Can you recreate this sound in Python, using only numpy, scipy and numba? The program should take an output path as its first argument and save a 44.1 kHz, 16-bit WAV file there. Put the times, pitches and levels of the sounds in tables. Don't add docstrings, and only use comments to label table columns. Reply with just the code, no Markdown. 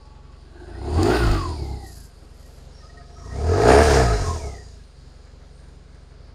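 import sys
import numpy as np
from scipy import signal
from scipy.io import wavfile
from scipy.ndimage import uniform_filter1d
from numba import njit

SR = 44100
rng = np.random.default_rng(int(sys.argv[2]) if len(sys.argv) > 2 else 0)


def digitize_waveform(pressure):
    field = np.atleast_2d(pressure).T
    bounded = np.clip(field, -1, 1)
    quanta = np.round(bounded * 32767).astype(np.int16)
    wavfile.write(sys.argv[1], SR, quanta)


def linear_from_db(decibels):
    return 10 ** (np.asarray(decibels, float) / 20)


N = 279594

# f/Hz, level/dB per Hz
YARD = [(88, -30), (150, 17), (189, -16), (416, -4.5), (505, 21), (1770, 0), (4460, 5), (9090, -105),
        (15000, -72)]
YARD_DB = -60

# start/s, end/s, level/dB
SLEEVE = [
    (1.523, 1.803, -61),
    (1.767, 2.125, -52),
    (2.078, 2.32, -70),
    (2.26, 2.72, -63),
]
# f/Hz, width/Hz, level/dB
SLEEVE_COLOUR = [(4820, 1300, -8), (7370, 3500, -6.5), (10640, 1180, -9.5), (11400, 2500, -10),
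                 (12178, 1100, -16), (14200, 3000, -26)]
# t/s, peak level/dB
TICKS = [
    (2.378, -47),
    (6.2442, -55),
]
STROKE_SHAPE = 1.3

# t/s, flank share/0-1, nearness to cylinder head/dB
SWING = [
    (0, 0, -2),
    (1.9, 0.08, 0.2),
    (2.602, 0.63, 1.5),
    (2.85, 0.8, 3),
    (4.6, 1, -0.5),
    (4.9, 0.61, .6),
    (6.34, 0.54, -3.5),
]

# t/s, f/Hz, level/dB, length/s
SQUEAKS = [(2.346, 1900, -67, .022), (2.45, 1900, -64, .02), (2.814, 1830, -61, .013),
           (2.85, 1255, -56, .025), (2.9, 1880, -59, .01), (2.981, 1860, -54, .011), (3.01, 697, -52, .012),
           (3.025, 1260, -58, .04), (3.07, 1870, -64, .012), (3.175, 1260, -52, .013),
           (3.24, 1260, -57, .03), (3.32, 1870, -55, .07), (3.43, 1260, -50, .06), (3.58, 1280, -37, .06),
           (4.523, 1250, -57, .038), (1.75, 4250, -61, .05), (2.78, 5520, -61, .05), (2.86, 5000, -60, .05),
           (3.22, 5600, -60, .11), (4.163, 5050, -42, .02), (4.6, 4800, -60, .12)]
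SQUEAK_BLUR_HZ = (90, 320)
# f/Hz, width/Hz, level/dB
SCREEN = [(856, 38, 7), (1124, 56, 10), (1650, 45, -28)]
SCREEN_DB, SCREEN_SETTLE_DB_PER_S, SCREEN_REST_DB = -57, 15, -80.5
# f/Hz, width/Hz, level/dB
PANNIER = [(695.4, 22, 9.5), (1269, 57, 3), (1880, 54, -6.5), (5550, 85, -21)]
PANNIER_DB, PANNIER_DB_PER_HZ, PANNIER_FAR_DB = -58.5, 0.9363, -37
PANNIER_FULL_HZ = 52
# t/s of coming, near, leaving, gone
PANNIER_NEAR_S = [2.5, 2.9, 4.5, 4.8]

# start/s, end/s, start f/Hz, end f/Hz, level/dB
THROTTLE = [
    (.45, 1.0, 1600, 1420, -57),
    (3.19, 3.42, 1150, 880, -52),
]
CAM_TEETH, POLES = 25.0, 63.5
# f/Hz, level/dB
CAM_CASE = [(570, -76), (690, -60), (775, -46), (900, -50), (1020, -39), (1120, -34), (1280, -37),
            (1500, -32)]
# f/Hz, level/dB
POLE_CASE = [(1450, -77), (1560, -62), (1950, -57), (2300, -60), (2600, -70), (4800, -74)]
CAM_PULL_DB, CAM_HIDDEN_DB, CAM_HIDDEN_HZ = -1, -24, 1060
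CAM_FLANK_LOW_DB, CAM_FLANK_LOW_HZ = -9, 950
POLE_PULL_DB, POLE_HIDDEN_DB, POLE_HIDDEN_HZ = -3, -20, 1900
POLE_FLANK_DB = 5

# f/Hz, width/Hz, level/dB
VALVE_GEAR = [(3380, 2700, -2), (4100, 800, 4.5), (4650, 1050, 10), (5000, 290, 1.5), (5930, 660, -15),
              (6930, 1750, 3.5), (8910, 1160, 3), (9550, 1800, -2), (11700, 2500, -22), (13900, 3000, -5)]
# f/Hz, width/Hz, level/dB
FLANK_GEAR = [(3650, 5500, -4), (4080, 640, -10.5), (4871, 680, -4), (5420, 340, -7.5), (6020, 2950, 0.5),
              (6840, 810, -8), (8510, 670, -7.5), (9260, 490, -10.5), (11104, 5000, -26),
              (14618, 2500, -38)]
HEAD_TREBLE_HZ, HEAD_TREBLE_DB_PER_HZ = 10500, 0.32

# f/Hz, width/Hz, level/dB
DASH_RASP = [(255.3, 29, -8.5), (301, 62, -2), (331.8, 50.3, 2), (436, 87, -6), (523, 112, -11.5),
             (711, 151, -6.5), (896, 245, -11)]
FLANK_RASP = [(253.6, 66, -11), (317, 51, -7.5), (430.5, 55, 0), (578, 158, -3.5), (670, 114, 0),
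              (880, 450, -14)]
DASH_BARK = [(1062, 190, -6), (1390, 330, -2.5), (1970, 350, -7), (2543, 150, -7.5), (3500, 1500, -3.5)]
FLANK_BARK = [(933, 130, -1), (1325, 200, 1.5), (1662, 120, 3.5), (1820, 230, 2), (2230, 600, 0),
              (2880, 150, -11)]
KNOCK_DB, KNOCK_PULL_DB = 21, 4
# start/s, end/s, level/dB
RASP_SWELLS = [
    (0.43, 0.903, 8),
    (2.1, 2.32, 4.5),
    (3.467, 3.705, 1),
    (3.74, 3.825, 3),
    (3.854, 3.925, 3.5),
]

# f/Hz, level/dB
SILENCER = [(80, -9), (95, -18), (113, -19), (137, -11), (160, -22), (182, -26), (205, -28.5), (250, -20),
            (300, -34), (420, -23.5), (600, -68)]
# f/Hz, level/dB
UNEVEN = [(34, -42), (57, -21), (80, -21), (102, -17), (125, -27), (180, -21.5), (300, -45)]

# t/s, firing rate f/Hz
SPEED = [(0, 22.5), (.55, 22.93), (.74, 28.2), (.97, 41.1), (1.165, 62.4), (1.41, 44.3), (1.62, 35),
         (2.17, 22.1), (3.12, 23.47), (3.28, 28.5), (3.51, 42.1), (3.61, 52.35), (3.82, 77.56),
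         (4.08, 56.84), (4.29, 41.01), (4.57, 30.4), (4.91, 22.83), (6.34, 23.08)]
FLYWHEEL_S = .07
OPEN_HZ_PER_S = 12
# t/s, gain/Hz, length/s
CATCHES = [
    (1.6, -.8, .08),
    (1.83, 1.1, .1),
    (4.35, 1.3, .05),
]
# firing rate f/Hz, exhaust orders 1, 2, 3 level/dB
PULL_ORDERS = [(22.7, -58, -50.5, -48.5), (27.8, -52, -39.5, -42), (35, -43, -30.5, -37),
               (42.3, -35, -17, -37.5), (53, -33, -27.5, -34), (56.2, -25, -22.5, -28),
               (63, -21, -22.5, -61), (75, -15.5, -38, -22)]
# firing rate f/Hz, exhaust orders 1, 2, 3 level/dB
OVERRUN_ORDERS = [(23, -58, -45.5, -49), (29.3, -51, -42.5, -46), (35, -44, -32.5, -43),
                  (41, -38, -27, -38), (44.8, -30, -30, -35.5), (51.7, -20, -25, -34),
                  (59.2, -21, -22, -31.5), (74, -19, -28.5, -46)]
# firing rate f/Hz, rasp, bark, valve gear level/dB
PULL_NOISE = [(21.5, -57, -61.5, -64), (28.7, -50.5, -53.5, -57.5), (35, -34.5, -48, -49),
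              (42.3, -24, -34, -42), (51.8, -18.5, -29.5, -38), (59.5, -14.5, -23.5, -34.5),
              (62.1, -7, -16, -29.5), (74.2, -18, -16.5, -30.5)]
# firing rate f/Hz, rasp, bark, valve gear level/dB
OVERRUN_NOISE = [(22.9, -69.5, -60.5, -65.5), (30.6, -49, -62, -55), (35.4, -39, -53, -50),
                 (43.8, -33.5, -36.5, -42.5), (49.2, -27.5, -29.5, -40.5), (58, -24.5, -26.5, -37),
                 (63.8, -16, -21.5, -34), (69, -18.5, -19.5, -33.5)]
# rasp, bark, valve gear level/dB
FLANK_PULL_DB = [0, 0, -1.5]
FLANK_OVERRUN_DB = [0.3, 0, 3]
# t/s, level/dB, length/s
LUMPS = [(1.168, -15, 0.045), (1.445, -4, 0.013), (1.516, 3, .02), (1.547, -3, 0.0082), (1.624, 7, 0.0089),
         (1.73, 6.5, 0.062), (1.79, -4.5, .025), (2.116, -6.5, 0.046), (3.848, -9.5, 0.017),
         (3.89, -6, .02), (4.1, -3, 0.035), (4.175, -14, .02), (4.225, 2, .015), (4.252, -6, 0.011),
         (4.288, 5.5, 0.018), (4.405, -10, .02), (4.467, 2.5, 0.037), (4.903, -4.5, 0.056)]
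LUMP_SHARES = [0.2, 1, 1, 0.54, 0.26, 0.043]


def even(x, span_s=0.34):
    k = int(span_s * SR)
    power = uniform_filter1d(uniform_filter1d(x ** 2, k), k)
    return x / np.sqrt(power + 1e-18)


@njit
def svf(x, hz, width):
    y, b, l = np.empty(len(x)), 0., 0.
    g, k = np.tan(np.pi * hz / SR), width / hz
    for i in range(len(x)):
        v = (b + g * (x[i] - l)) / (1 + g * (g + k))
        b, l, y[i] = 2 * v - b, l + 2 * g * v, k * v
    return y


def body(x, modes, steep=False):
    out = 0
    for k, (hz, width, db) in enumerate(modes):
        ring = svf(x, 1. * hz, 1. * width)
        if steep:
            ring = svf(ring, 1. * hz, 1. * width)
        out = out + (-1) ** k * linear_from_db(db) / np.sqrt(width) * ring
    return out


def walk(rate_hz):
    k = int(SR / rate_hz)
    held = np.repeat(rng.standard_normal(N // k + 1), k)
    return 1.3 * uniform_filter1d(uniform_filter1d(held, k), k)[:N]


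def hump(t, start_s, end_s, shape):
    return np.sin(np.pi * np.clip((t - start_s) / (end_s - start_s), 0, 1)) ** shape


def chart(x, rows):
    at, *columns = np.transpose(rows)
    return np.array([np.interp(x, at, c) for c in columns])


def yard():
    hz, db = np.transpose(YARD)
    out = 0
    for f in 180 * 2 ** np.arange(0, 6.4, .5):
        band_db = np.interp(np.log(f), np.log(hz), db) + 2 * walk(2.0)
        out = out + linear_from_db(band_db) * svf(rng.standard_normal(N), f, f / 3)
    out = signal.lfilter(*signal.butter(3, 8000, fs=SR), out)
    return linear_from_db(YARD_DB) * out / np.std(out)


def slap(x):
    for delay_s, db in [(.0047, -27), (.017, -16.5), (.031, -14.5)]:
        lag = int(delay_s * SR)
        x[lag:] += linear_from_db(db) * x[:-lag].copy()
    return x


def sleeve(t):
    gain = sum(linear_from_db(db) * hump(t, start, end, STROKE_SHAPE) for start, end, db in SLEEVE)
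    grains = rng.standard_normal(N) * linear_from_db(2.5 * walk(150) + 1.2 * walk(30))
    rustle = gain * even(body(grains, SLEEVE_COLOUR, True), 0.12)
    ticks = np.zeros(N)
    for s, db in TICKS:
        ticks[int(s * SR)] = linear_from_db(db)
    return linear_from_db(1.5) * rustle + 2 * svf(ticks, 9045.0, 9070.0)


def squeaks(t):
    low, high = (.4 + .7 * (walk(blur) + 1j * walk(blur)) for blur in SQUEAK_BLUR_HZ)
    out = 0
    for s, hz, db, length_s in SQUEAKS:
        ragged = high if hz > 3000 else low
        swell = linear_from_db(db) * np.exp(-((t - s) / length_s) ** 2)
        out = out + swell * np.imag(ragged * np.exp(2j * np.pi * hz * t))
    return out * np.sqrt(2)


def buzz(turns, modes, effort_db):
    beat = 2.7 + np.exp(-(turns / 2 % 1) / 0.16)
    fits = 0
    for mode in modes:
        shaking = beat * linear_from_db(3 * walk(17)) * rng.standard_normal(N)
        fits = fits + body(shaking, [mode], True)
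    return linear_from_db(effort_db) * even(fits, 0.2)


def panels(t, hz, turns):
    screen_db = np.maximum(SCREEN_DB - SCREEN_SETTLE_DB_PER_S * t, SCREEN_REST_DB)
    far = np.interp(t, PANNIER_NEAR_S, [1, 0, 0, 1])
    above_idle_hz = np.minimum(hz, PANNIER_FULL_HZ) - SPEED[0][1]
    pannier_db = PANNIER_DB + PANNIER_DB_PER_HZ * above_idle_hz * (1 - far) + PANNIER_FAR_DB * far
    return buzz(turns, SCREEN, screen_db) + buzz(turns, PANNIER, pannier_db) + squeaks(t)


def whine(hz, blur_hz):
    angle = 2 * np.pi * np.cumsum(hz) / SR
    rough = (.3 + walk(blur_hz)) * np.sin(angle) + walk(blur_hz) * np.cos(angle)
    return linear_from_db(2 * walk(24.99)) * rough


def throttle_whistle(t):
    rows = np.array(THROTTLE)
    air_hz = np.interp(t, rows[:, :2].ravel(), rows[:, 2:4].ravel())
    gain = sum(linear_from_db(db) * hump(t, start, end, 0.57) for start, end, _, _, db in THROTTLE)
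    return gain * whine(air_hz, 330)


def gear_whines(hz, pull, flank):
    cam_hz, pole_hz = CAM_TEETH * hz, POLES * hz
    hidden = np.maximum(2 * np.clip(pull - .5, 0, 1), np.clip((cam_hz - CAM_HIDDEN_HZ) / 100, 0, 1))
    cam_db = chart(cam_hz, CAM_CASE)[0] + CAM_PULL_DB * pull + CAM_HIDDEN_DB * flank * hidden
    cam_db += CAM_FLANK_LOW_DB * flank * np.clip((CAM_FLANK_LOW_HZ - cam_hz) / 150, 0, 1)
    pole_db = chart(pole_hz, POLE_CASE)[0] + POLE_PULL_DB * pull + POLE_FLANK_DB * flank
    pole_db += POLE_HIDDEN_DB * flank * np.clip((POLE_HIDDEN_HZ - pole_hz) / 100, 0, 1)
    return linear_from_db(cam_db) * whine(cam_hz, 150) + linear_from_db(pole_db) * whine(pole_hz, 240)


def valve_gear(turns, hz, flank):
    seat_size = linear_from_db(5.7 * rng.standard_normal(800))
    seat = seat_size[(2 * turns).astype(int)] * np.exp(-(2 * turns % 1) / .5)
    ticks = linear_from_db(3.3 * rng.exponential(size=N)) * (rng.random(N) < .03) * rng.choice([-1, 1], N)
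    out = 0
    for dash_mode, flank_mode in zip(VALVE_GEAR, FLANK_GEAR):
        flicker = linear_from_db(2.8 * walk(9.8))
        drive = (0.98 + 0.28 * seat) * flicker * (rng.standard_normal(N) + 0.59 * ticks)
        if dash_mode[0] > HEAD_TREBLE_HZ:
            drive = drive * linear_from_db(HEAD_TREBLE_DB_PER_HZ * (hz - 57))
        out = out + (1 - flank) * body(drive, [dash_mode], True) + flank * body(drive, [flank_mode], True)
    return even(out * (1 + 0.035 * np.cos(np.pi * turns)), 0.41)


def firings(turns, weak_db, scatter_db):
    count = turns.astype(int)
    size = linear_from_db(weak_db * (np.arange(400) % 2) + scatter_db * rng.standard_normal(400))
    return np.diff(count, prepend=count[0]) * size[count], size[count]


def gas(turns, hz, flank, dash_modes, flank_modes, click_db, fall, steady, lag):
    clicks, size = firings(turns + lag, weak_db=-3.5, scatter_db=2.5)
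    calm = size ** (22 / hz) ** 2
    puff = calm * (steady + np.exp(-((turns + lag) % 1) / fall)) * rng.standard_normal(N)
    knock = linear_from_db(click_db + .3 * (hz - 22)) * clicks * calm / size
    drive = signal.lfilter(*signal.butter(2, 3000, fs=SR), puff - knock)
    return even((1 - flank) * body(drive, dash_modes) + flank * body(drive, flank_modes))


def thump(turns, hz, low_db):
    angle = 2 * np.pi * turns
    low = sum(sign * linear_from_db(db) * np.cos(k * angle) for k, sign, db in zip([1, 2, 3], [1, -1, -1], low_db))
    upper = 0
    for order in range(4, 22):
        late = .35 * max(order - 4.5, 0) ** 2
        order_db = chart(order * hz, SILENCER)[0] + 2.0 * walk(14.0)
        upper = upper - linear_from_db(order_db) * np.cos(order * angle - late)
    for order in np.arange(1.5, 8):
        order_db = chart(order * hz, UNEVEN)[0] + 3.9 * walk(6.1)
        upper = upper - linear_from_db(order_db) * np.cos(order * angle - 1.2)
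    overrun_hz_per_s = uniform_filter1d(np.clip(-np.gradient(hz) * SR, 0, 70), 4000)
    lump = linear_from_db(-26 + 0.14 * overrun_hz_per_s) * (1 + walk(18)) * np.cos(angle / 2)
    strength = np.sqrt(sum(linear_from_db(2 * db) for db in low_db))
    return np.sqrt(2) * (low + strength * (upper + lump)) * linear_from_db(.8 * walk(20))


def crank(hz, start=.3):
    return start + np.cumsum(hz * (1 + .005 * walk(12))) / SR


def levels(t, hz, pull, flank):
    orders = pull * chart(hz, PULL_ORDERS) + (1 - pull) * chart(hz, OVERRUN_ORDERS)
    noise = pull * (chart(hz, PULL_NOISE) + np.outer(FLANK_PULL_DB, flank))
    noise = noise + (1 - pull) * (chart(hz, OVERRUN_NOISE) + np.outer(FLANK_OVERRUN_DB, flank))
    noise[0] += sum(db * hump(t, start, end, 1) for start, end, db in RASP_SWELLS)
    lumps = sum(db * np.exp(-((t - s) / length_s) ** 2) for s, db, length_s in LUMPS)
    return np.vstack([orders, noise]) + np.outer(LUMP_SHARES, lumps)


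def scene():
    t = np.arange(N) / SR
    hz = uniform_filter1d(np.interp(t, *np.transpose(SPEED)), int(FLYWHEEL_S * SR))
    pull = np.clip(.5 + np.gradient(hz) * SR / OPEN_HZ_PER_S / 2, 0, 1)
    hz = hz + sum(gain * np.exp(-((t - s) / length_s) ** 2) for s, gain, length_s in CATCHES)
    turns = crank(hz)
    flank, near_db = chart(t, SWING)
    flank = np.clip(flank, 0, 1)
    *low_db, rasp_db, bark_db, gear_db = levels(t, hz, pull, flank)

    bright = panels(t, hz, turns) + throttle_whistle(t) + gear_whines(hz, pull, flank)
    bright = bright + linear_from_db(gear_db + near_db) * valve_gear(turns, hz, flank)
    knock_db = KNOCK_DB + KNOCK_PULL_DB * pull * flank
    rasp = gas(turns, hz, flank, DASH_RASP, FLANK_RASP, click_db=knock_db, fall=.6, steady=.8, lag=.05)
    bark = gas(turns, hz, flank, DASH_BARK, FLANK_BARK, click_db=-6.5, fall=1.0, steady=1.0, lag=0.31)
    bright = slap(bright + linear_from_db(rasp_db) * rasp + linear_from_db(bark_db - 5.5) * bark)
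    return (yard() + sleeve(t) + linear_from_db(-0.05) * bright + thump(turns, hz, low_db))[None]


def roll_off(x):
    return signal.sosfilt(signal.butter(12, 15640, fs=SR, output="sos"), x)


def record(dry):
    mix = np.tanh(1.288 * dry) / 1.234
    return roll_off(mix)


dry = scene()
out = record(dry)
digitize_waveform(out)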